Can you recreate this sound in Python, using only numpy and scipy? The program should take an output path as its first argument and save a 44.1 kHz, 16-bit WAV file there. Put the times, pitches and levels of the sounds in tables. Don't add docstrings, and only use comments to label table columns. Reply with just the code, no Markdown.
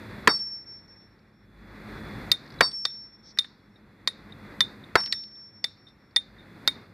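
import sys
import numpy as np
from scipy import signal
from scipy.fft import rfft, irfft
from scipy.io import wavfile
from scipy.ndimage import uniform_filter1d

SR = 44100
rng = np.random.default_rng(int(sys.argv[2]) if len(sys.argv) > 2 else 0)


def elevation(decibels):
    levels = np.asarray(decibels, float)
    return 10 ** (levels / 20)


def store_wav(level_fs):
    pcm = np.round(np.clip(np.atleast_2d(level_fs), -1, 1) * 32767)
    wavfile.write(sys.argv[1], SR, pcm.T.astype(np.int16))


N = 305613


def evened(x):
    return x / np.sqrt(np.mean(x ** 2) + 1e-20)


def read(points, hz):
    f, value = np.transpose(points)
    return np.interp(np.log(hz + 1), np.log(f + 1), value)


def add(mix, s, sound):
    part = mix[round(s * SR):][:len(sound)]
    part += sound[:len(part)]


def swell(t, rise_s):
    return -np.expm1(-t / rise_s)


def colour_of(x, colour):
    gain = elevation(read(colour, np.fft.rfftfreq(len(x), 1 / SR)))
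    return evened(irfft(rfft(x) * gain, len(x)))


def noise(colour, size):
    return colour_of(rng.standard_normal(size), colour)


def band(lo_hz, hi_hz, size):
    return noise([(lo_hz / 1.6, -40), (lo_hz, 0), (hi_hz, 0), (hi_hz * 1.4, -40)], size)


def fuzzy(hz, width_hz, size):
    away = (np.fft.rfftfreq(size, 1 / SR) - hz) / width_hz * 2
    return evened(irfft(rfft(rng.standard_normal(size)) / (1 + away ** 2), size))


def mode(hz, db, t60, t):
    return elevation(db - 60 * t / t60) * np.sin(2 * np.pi * hz * t)


def dying(colour, t60s, rise_s, size):
    hz, t, z = signal.stft(noise(colour, size), SR, nperseg=256)
    decay = elevation(-60 * t / read(t60s, hz)[:, None])
    tail = signal.istft(z * decay, SR, nperseg=256)[1][:size]
    return tail * swell(np.arange(size) / SR, rise_s)


# pitch_hz, level_db (per Hz)
BOULDER = [(190, -39.5), (330, -4.5), (458, -3), (635, -8), (1070, 0), (1350, -1), (2030, -1), (3060, -17),
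           (4680, -11), (5790, -28.5), (13300, -41), (16500, -63)]


def bite(crack_db, t):
    jolts = 0
    for at, db in [(0, 4), (.002, -2.5), (.005, -9.5), (.008, -20.5)]:
        jolts = jolts + elevation(db - 60 * (t - at) / 0.018) * (t > at)
    return elevation(crack_db - 1.5) * noise(BOULDER, len(t)) * jolts * swell(t, 0.00068)


# pitch_hz, t60_s
BOULDER_T60 = [(100, 0.069), (400, 0.1), (1200, .13), (2500, 0.069), (4500, .05), (6500, 0.016),
               (15000, .008)]


def boulder_boom(boom_db, hollow_db, thump_db, t):
    boom = elevation(boom_db + 6.5) * dying(BOULDER, BOULDER_T60, 0.0038, len(t))
    hollow = elevation(hollow_db - 60 * t / .08) * band(750, 900, len(t)) * swell(t, 0.018)
    thump = elevation(thump_db + 4.5 - 60 * t / 0.076) * band(150, 330, len(t)) * swell(t, .003)
    return boom + hollow + thump


def splinter_spray(grit_db, t):
    ticks = rng.standard_normal(len(t)) * (rng.random(len(t)) < 900 / SR)
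    colour = [(200, -28), (600, -7.5), (1500, -3), (2300, -9), (3200, -26.5), (5500, -43.5), (7500, -89.5)]
    return elevation(grit_db - 60 * t / 0.22) * colour_of(ticks, colour) * swell(t, 0.0059)


HEAD_HZ = [3760, 4585, 7997, 8415, 9120, 14160, 4398]
# t60_s, then level_db at each of the three blows
HEAD = [(0.12, -28, -25, -32.5), (0.18, -19.5, -16.5, -33), (0.19, -43.5, -47.5, -56),
        (0.41, -57.5, -50, -67.5), (0.24, -45, -44, -50.5), (.16, -54, -61, -76), (.1, -40.5, -51.5, -51)]


def head_ring(blow, t):
    rate_hz = rng.uniform(2.9, 10, (len(HEAD), 1))
    phase = rng.uniform(0, 0.72, (len(HEAD), 1))
    waver = 1 - 0.27 * np.cos(2 * np.pi * (rate_hz * t + phase))
    ring = 0
    for hz, (t60, *db), w in zip(HEAD_HZ, HEAD, waver):
        ring = ring + elevation(db[blow] - 60 * (t / t60) ** 1.5) * np.sin(2 * np.pi * hz * t) * w
    return ring * -np.expm1(-(t / 0.02) ** 2)


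SLEDGE_AT = [
    .2736,
    2.6073,
    4.9545,
]
# crack_db, boom_db, grit_db, hollow_db, thump_db
SLEDGE = [
    (-2.5, -20, -45, -19.5, -22.5),
    (-3.5, -23, -44.5, -18.5, -32.5),
    (-5, -26, -30, -19, -35),
]


def sledge():
    out, t = np.zeros(N), np.arange(16384) / SR
    for blow, (s, levels) in enumerate(zip(SLEDGE_AT, SLEDGE)):
        crack_db, boom_db, grit_db, hollow_db, thump_db = levels
        stone = bite(crack_db, t) + boulder_boom(boom_db, hollow_db, thump_db, t)
        add(out, s, stone + splinter_spray(grit_db, t) + head_ring(blow, t))
    return out


# level_db (as it lifts off), t60_s
SING_BLOW = [
    (-19.5, 1.274),
    (-24, 1.46),
    (-24, 1.414),
]
# start_s (centre), depth_db, width_s
TURNS = [(.331, -7, 0.0082), (.387, -12.5, 0.018), (.45, -5, 0.024), (.5, -7, 0.021), (.605, -6, 0.054),
         (0.652, -24, 0.036), (.825, -11, .05), (.87, -32, 0.027), (.955, -18, 0.011), (1.036, -1, 0.0078),
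         (1.093, -14, .03), (1.17, -26, 0.083), (1.245, -20, 0.061), (1.315, -19, 0.05),
         (2.705, -26, 0.024), (2.725, -16, 0.012), (2.882, -2.5, 0.021), (3.09, -7, 0.032),
         (3.117, -10, 0.024), (3.178, -24, 0.032), (3.22, -22, 0.036), (3.335, -11, 0.014),
         (3.58, -16, 0.16), (3.69, -14, .04), (5.09, -4.5, 0.047), (5.3, -10, 0.075), (5.519, -12, 0.034),
         (5.615, -8, .015), (5.756, -22, 0.029), (5.97, -19, .04)]
SING_HZ, SING_LIFT_S, SING_END_S = 5432, 0.025, 1.19


def sing():
    out, t = np.zeros(N), np.arange(round(SING_END_S * SR)) / SR
    edges = -np.expm1(-(t / SING_LIFT_S) ** 3) * np.clip((SING_END_S - t) / 0.017, 0, 1)
    for s, (db, t60) in zip(SLEDGE_AT, SING_BLOW):
        add(out, s, edges * mode(SING_HZ, db, t60, t))
    for s, depth_db, width_s in TURNS:
        near = slice(round((s - .3) * SR), round((s + .3) * SR))
        away = ((np.arange(N)[near] / SR - s) / width_s) ** 2
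        out[near] *= np.sqrt(1 - (1 - elevation(2 * min(depth_db, 0))) * np.exp(-away))
    return out


KNOCK_HZ, KNOCK_T60 = 4500, 0.019


def stone_knock(body_db, thud_db, treble_db, t):
    thud_hold = elevation(15 * np.minimum(t, .03) / KNOCK_T60)
    stone = elevation(body_db) * band(1000, 2400, len(t))
    stone += elevation(thud_db + 3) * band(190, 850, len(t)) * thud_hold
    knock = fuzzy(KNOCK_HZ, 1400, len(t)) + elevation(treble_db) * band(5000, 12000, len(t))
    knock = knock * elevation(-60 * t / KNOCK_T60) + stone * elevation(-48 * t / KNOCK_T60)
    return knock * swell(t, .0005)


def beating_twins(hz, db, split_hz, share, t60, t):
    twins = mode(hz, db, t60, t)
    twins += np.clip(share, -1, 1) * mode(hz + split_hz, db, 1.44 * t60, t)
    linger_db = db - 31
    return twins + elevation(linger_db - 60 * t / 0.25) * fuzzy(hz + split_hz / 2, 60, len(t))


LIGHT_HZ = [7260, 8850, 9200, 11100, 13130, 10550, 15140, 4200, 1930, 2250]
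# level_db, t60_s
LIGHT_HEAD = [(-38.5, 0.04), (-36.5, 0.062), (-40, 0.091), (-43.5, 0.025), (-44, 0.039), (-40, 0.075),
              (-43, .07), (-35.5, 0.06), (-21, 0.041), (-33.5, 0.058)]


def upper_modes(t):
    upper = 0
    for hz, (db, t60) in zip(LIGHT_HZ, LIGHT_HEAD):
        blow_db = db + 4 * rng.standard_normal()
        upper = upper + elevation(blow_db - 60 * t / t60) * fuzzy(hz, 110, len(t))
    return upper


TAP_AT = [2.316, 2.8523, 3.3868, 4.0745, 4.6058, 5.1246, 5.6417, 6.1615, 6.6757]
# crack_db, then against it body_db, thud_db, treble_db
TAPS = [(-4, -19.5, -35, -22), (-9, -11.5, -24, -31), (-7.5, -20, -44, -31), (-8.5, -10.5, -28.5, -24),
        (-5.5, -10.5, -35.5, -26), (-8.5, -18, -34, -25), (-10.5, -19.5, -25.5, -27),
        (-9.5, -10.5, -26, -21.5), (-5.5, -11, -23, -27.5)]
# pitch_hz, level_db, split_hz, share (of the twin, -1 to 1), t60_s
TWINS = [(3665, -12, 27, 0.52, 0.069), (3610, -24, 34, 0.97, 0.056), (3610, -13.5, 65, -0.71, 0.062),
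         (3670, -13.5, 64, 0.56, 0.042), (3597, -9.5, 74, -0.28, 0.088), (3760, -20, 85, 0.65, 0.036),
         (3527, -19.5, 83, -1.03, 0.042), (3570, -11, 88, -0.96, .06), (3620, -9, 105, 0.95, 0.037)]
# pitch_hz, level_db (per Hz)
SCATTER = [(290, -58), (500, -29.5), (1200, -18), (1950, -17), (3160, -31.5), (3660, 0.5), (3880, -12.5),
           (5930, -30.5), (9060, -29), (15600, -40), (16500, -85.5)]
# pitch_hz, t60_s
SCATTER_T60 = [(800, 0.048), (2500, 0.35), (3600, 0.24), (4500, 0.6), (8000, 0.17), (15000, .08)]


def light_hammer():
    out, t = np.zeros(N), np.arange(12288) / SR
    for s, (crack_db, body_db, thud_db, treble_db), twin in zip(TAP_AT, TAPS, TWINS):
        knock = elevation(crack_db - 2.5) * stone_knock(body_db, thud_db, treble_db, t)
        upper_db = 0.47 * twin[1] + 0.58 * (treble_db + crack_db) + 19
        ring = beating_twins(*twin, t) + elevation(upper_db) * upper_modes(t)
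        scatter = elevation(crack_db - 34.5) * dying(SCATTER, SCATTER_T60, 0.0027, len(t))
        add(out, s, knock + ring * swell(t, 0.00096) + scatter)
    return out


# start_s, pitch_hz, level_db, length_s
WALL = [(2.587, 3890, -42.5, 0.0064), (3.443, 3610, -34.5, 0.012), (3.758, 3720, -56.5, 0.012),
        (4.3228, 3670, -38.5, 0.006), (4.8378, 3605, -41.5, 0.008), (5.355, 3630, -55.5, 0.0085),
        (5.868, 3600, -51.5, 0.033), (6.383, 3630, -56, 0.036)]


def wall_returns():
    out, t = np.zeros(N), np.arange(12288) / SR
    for s, hz, db, length_s in WALL:
        echo = np.sin(2 * np.pi * hz * t) + .5 * fuzzy(hz + 100, 300, len(t))
        echo += elevation(-31.5) * fuzzy(LIGHT_HZ[1], 150, len(t))
        add(out, s, elevation(db) * echo * np.exp(-(t / length_s) ** 2) * swell(t, .001))
    return out


# start_s, level_db, pitch_hz, width_hz
CHIPS = [(.39, -45, 4230, 1500), (.66, -71, 5900, 900), (.79, -59, 4890, 2000), (.88, -59, 5400, 2500),
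         (1.19, -62, 4400, 1500), (2.462, -50, 4600, 2000), (2.476, -48, 4400, 1000),
         (2.503, -40.5, 4420, 800), (2.521, -47, 4800, 2000), (2.54, -50, 4500, 1500),
         (2.715, -36, 4530, 1500), (3.3737, -33.5, 1840, 500), (3.374, -41.5, 4800, 2500),
         (3.445, -40, 1774, 1200), (5.003, -30.5, 4820, 2000), (5.035, -41, 2990, 3500),
         (5.059, -25.5, 5060, 2500), (5.075, -41, 4240, 1200), (5.074, -38.5, 1730, 1200),
         (5.113, -47, 4230, 1000), (5.235, -40, 4400, 2980), (5.28, -52, 5470, 2450),
         (5.312, -55, 4370, 2000), (5.772, -59.5, 4600, 2000), (5.886, -54, 4700, 1500),
         (6.11, -61.5, 4420, 1486)]


def chips():
    out, t = np.zeros(N), np.arange(1500) / SR
    t60, snap_db = 0.026, -22
    for s, db, hz, width_hz in CHIPS:
        click = colour_of(fuzzy(hz, max(width_hz, 100), len(t)), [(5800, -3.5), (8000, -25.5)])
        click += elevation(snap_db - 60 * t / t60) * band(7000, 14500, len(t))
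        add(out, s, elevation(db - 60 * t / t60) * click * swell(t, 0.00071))
    return out


# start_s, level_db
SCUFF = [
    (3.22, -87),
    (3.252, -69.5),
    (3.308, -63.5),
    (3.338, -80),
    (3.34, -64),
]
# pitch_hz, level_db (per Hz)
SCUFF_COLOUR = [(2500, -42), (3300, -4), (4200, 5), (5800, 10.5), (6600, -14), (9000, -25), (11000, -60)]


def scuff():
    out = np.zeros(N)
    s, db = np.transpose(SCUFF)
    t = np.arange(s[0], s[-1], 1 / SR)
    brush = noise(SCUFF_COLOUR, len(t)) * signal.windows.tukey(len(t), .3)
    add(out, s[0], elevation(np.interp(t, s, db) + 10.0) * brush)
    return out


# start_s, gain_db, load_db
GAIN = [(0, -2.5, 0), (.27, -2, -6), (.44, -18, -9), (.8, -18.5, 0), (1.399, -22, 3.5), (1.619, -13, 4),
        (1.901, -2, 3.5), (2.3, 0.5, 2.5), (2.37, -10, -1.5), (2.602, -5, -1.5), (2.801, -21.5, -1.5),
        (3.85, -19, 1), (4.58, -5.5, -1.2), (4.95, -10.5, -3), (5.25, -21, -6), (6.12, -20, 0.5),
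        (6.66, -6.5, -5), (6.93, -15, 1)]


def gain_and_load():
    s, *columns = np.transpose(GAIN)
    t = np.arange(N) / SR
    return [np.interp(t, s, column) for column in columns]


# pitch_hz, level_db (per Hz)
WASH = [(150, -28.5), (250, -2.5), (354, -3.5), (385, -4.5), (569, -7), (645, -10), (2000, -8.5),
        (2460, -15.5), (3080, -32.5), (3540, -18), (3690, -20), (4300, -20.5), (7000, -44), (9100, -74.5),
        (15400, -120)]
# pitch_hz, width_hz, level_db
ENGINE = [(102, 20, -3.5), (208.6, 22, -1.5), (151, 150, 0), (279, 230, -3.5)]
# pitch_hz, width_hz, level_db (over the wash)
WHINES = [(3436, 2.1, -19), (3460, 12, -32)]


def far_engine(gain, load):
    wash_db = -44 + gain
    engine_db = -42 + 0.84 * gain + 0.14 * load
    rumble_db = -50 + .9 * gain + 1.3 * load
    flutter = uniform_filter1d(uniform_filter1d(rng.standard_normal(N), 1500), 1500)
    wash = noise(WASH, N) * elevation(evened(flutter) + 1)
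    wash += sum(elevation(db) * fuzzy(hz, width_hz, N) for hz, width_hz, db in WHINES)
    orders = evened(sum(elevation(db) * fuzzy(hz, width_hz, N) for hz, width_hz, db in ENGINE))
    return elevation(wash_db) * wash + elevation(engine_db) * orders + elevation(rumble_db) * fuzzy(51, 9, N)


def phone_hiss(gain):
    hiss = noise([(4000, -19), (6500, -0.5), (15200, 0), (15800, -47)], N)
    hiss += elevation(-12 - 5 * np.arange(N) / SR) * fuzzy(13715, 12, N)
    return elevation(-66.5 + 1.02 * gain) * hiss


def scene():
    gain, load = gain_and_load()
    hammers = sledge() + sing() + light_hammer() + wall_returns()
    mix = hammers + chips() + scuff() + far_engine(gain, load) + phone_hiss(gain)
    return np.tile(mix, (2, 1))


def roll_off(x):
    return signal.sosfilt(signal.butter(12, 16730, fs=SR, output="sos"), x)


# pitch_hz, level_db (under a faint mid)
SIDE_LEAK = [(60, -31), (300, -17), (1000, -9.5), (3000, -13.5), (7000, -16.5), (15000, -10.5)]
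CLIP = .51


def record(dry):
    cut = signal.sosfilt(signal.butter(2, 42, "high", fs=SR, output="sos"), dry[0])
    mid = CLIP * np.tanh((np.abs(cut) / CLIP) ** 10) ** (1 / 10) * np.sign(cut)
    mid = signal.oaconvolve(mid, signal.firwin(41, 15600, fs=SR), "same")
    hz, t, z = signal.stft(mid, SR, nperseg=512)
    faint = elevation(-80)
    size = faint * (abs(z) / faint) ** 0.45
    scrambled = size * np.exp(2j * np.pi * rng.random(z.shape))
    scrambled *= elevation(read(SIDE_LEAK, hz))[:, None]
    side = signal.istft(scrambled, SR, nperseg=512)[1][:N]
    return roll_off(np.array([mid + side, mid - side]))


dry = scene()
out = record(dry)
store_wav(out)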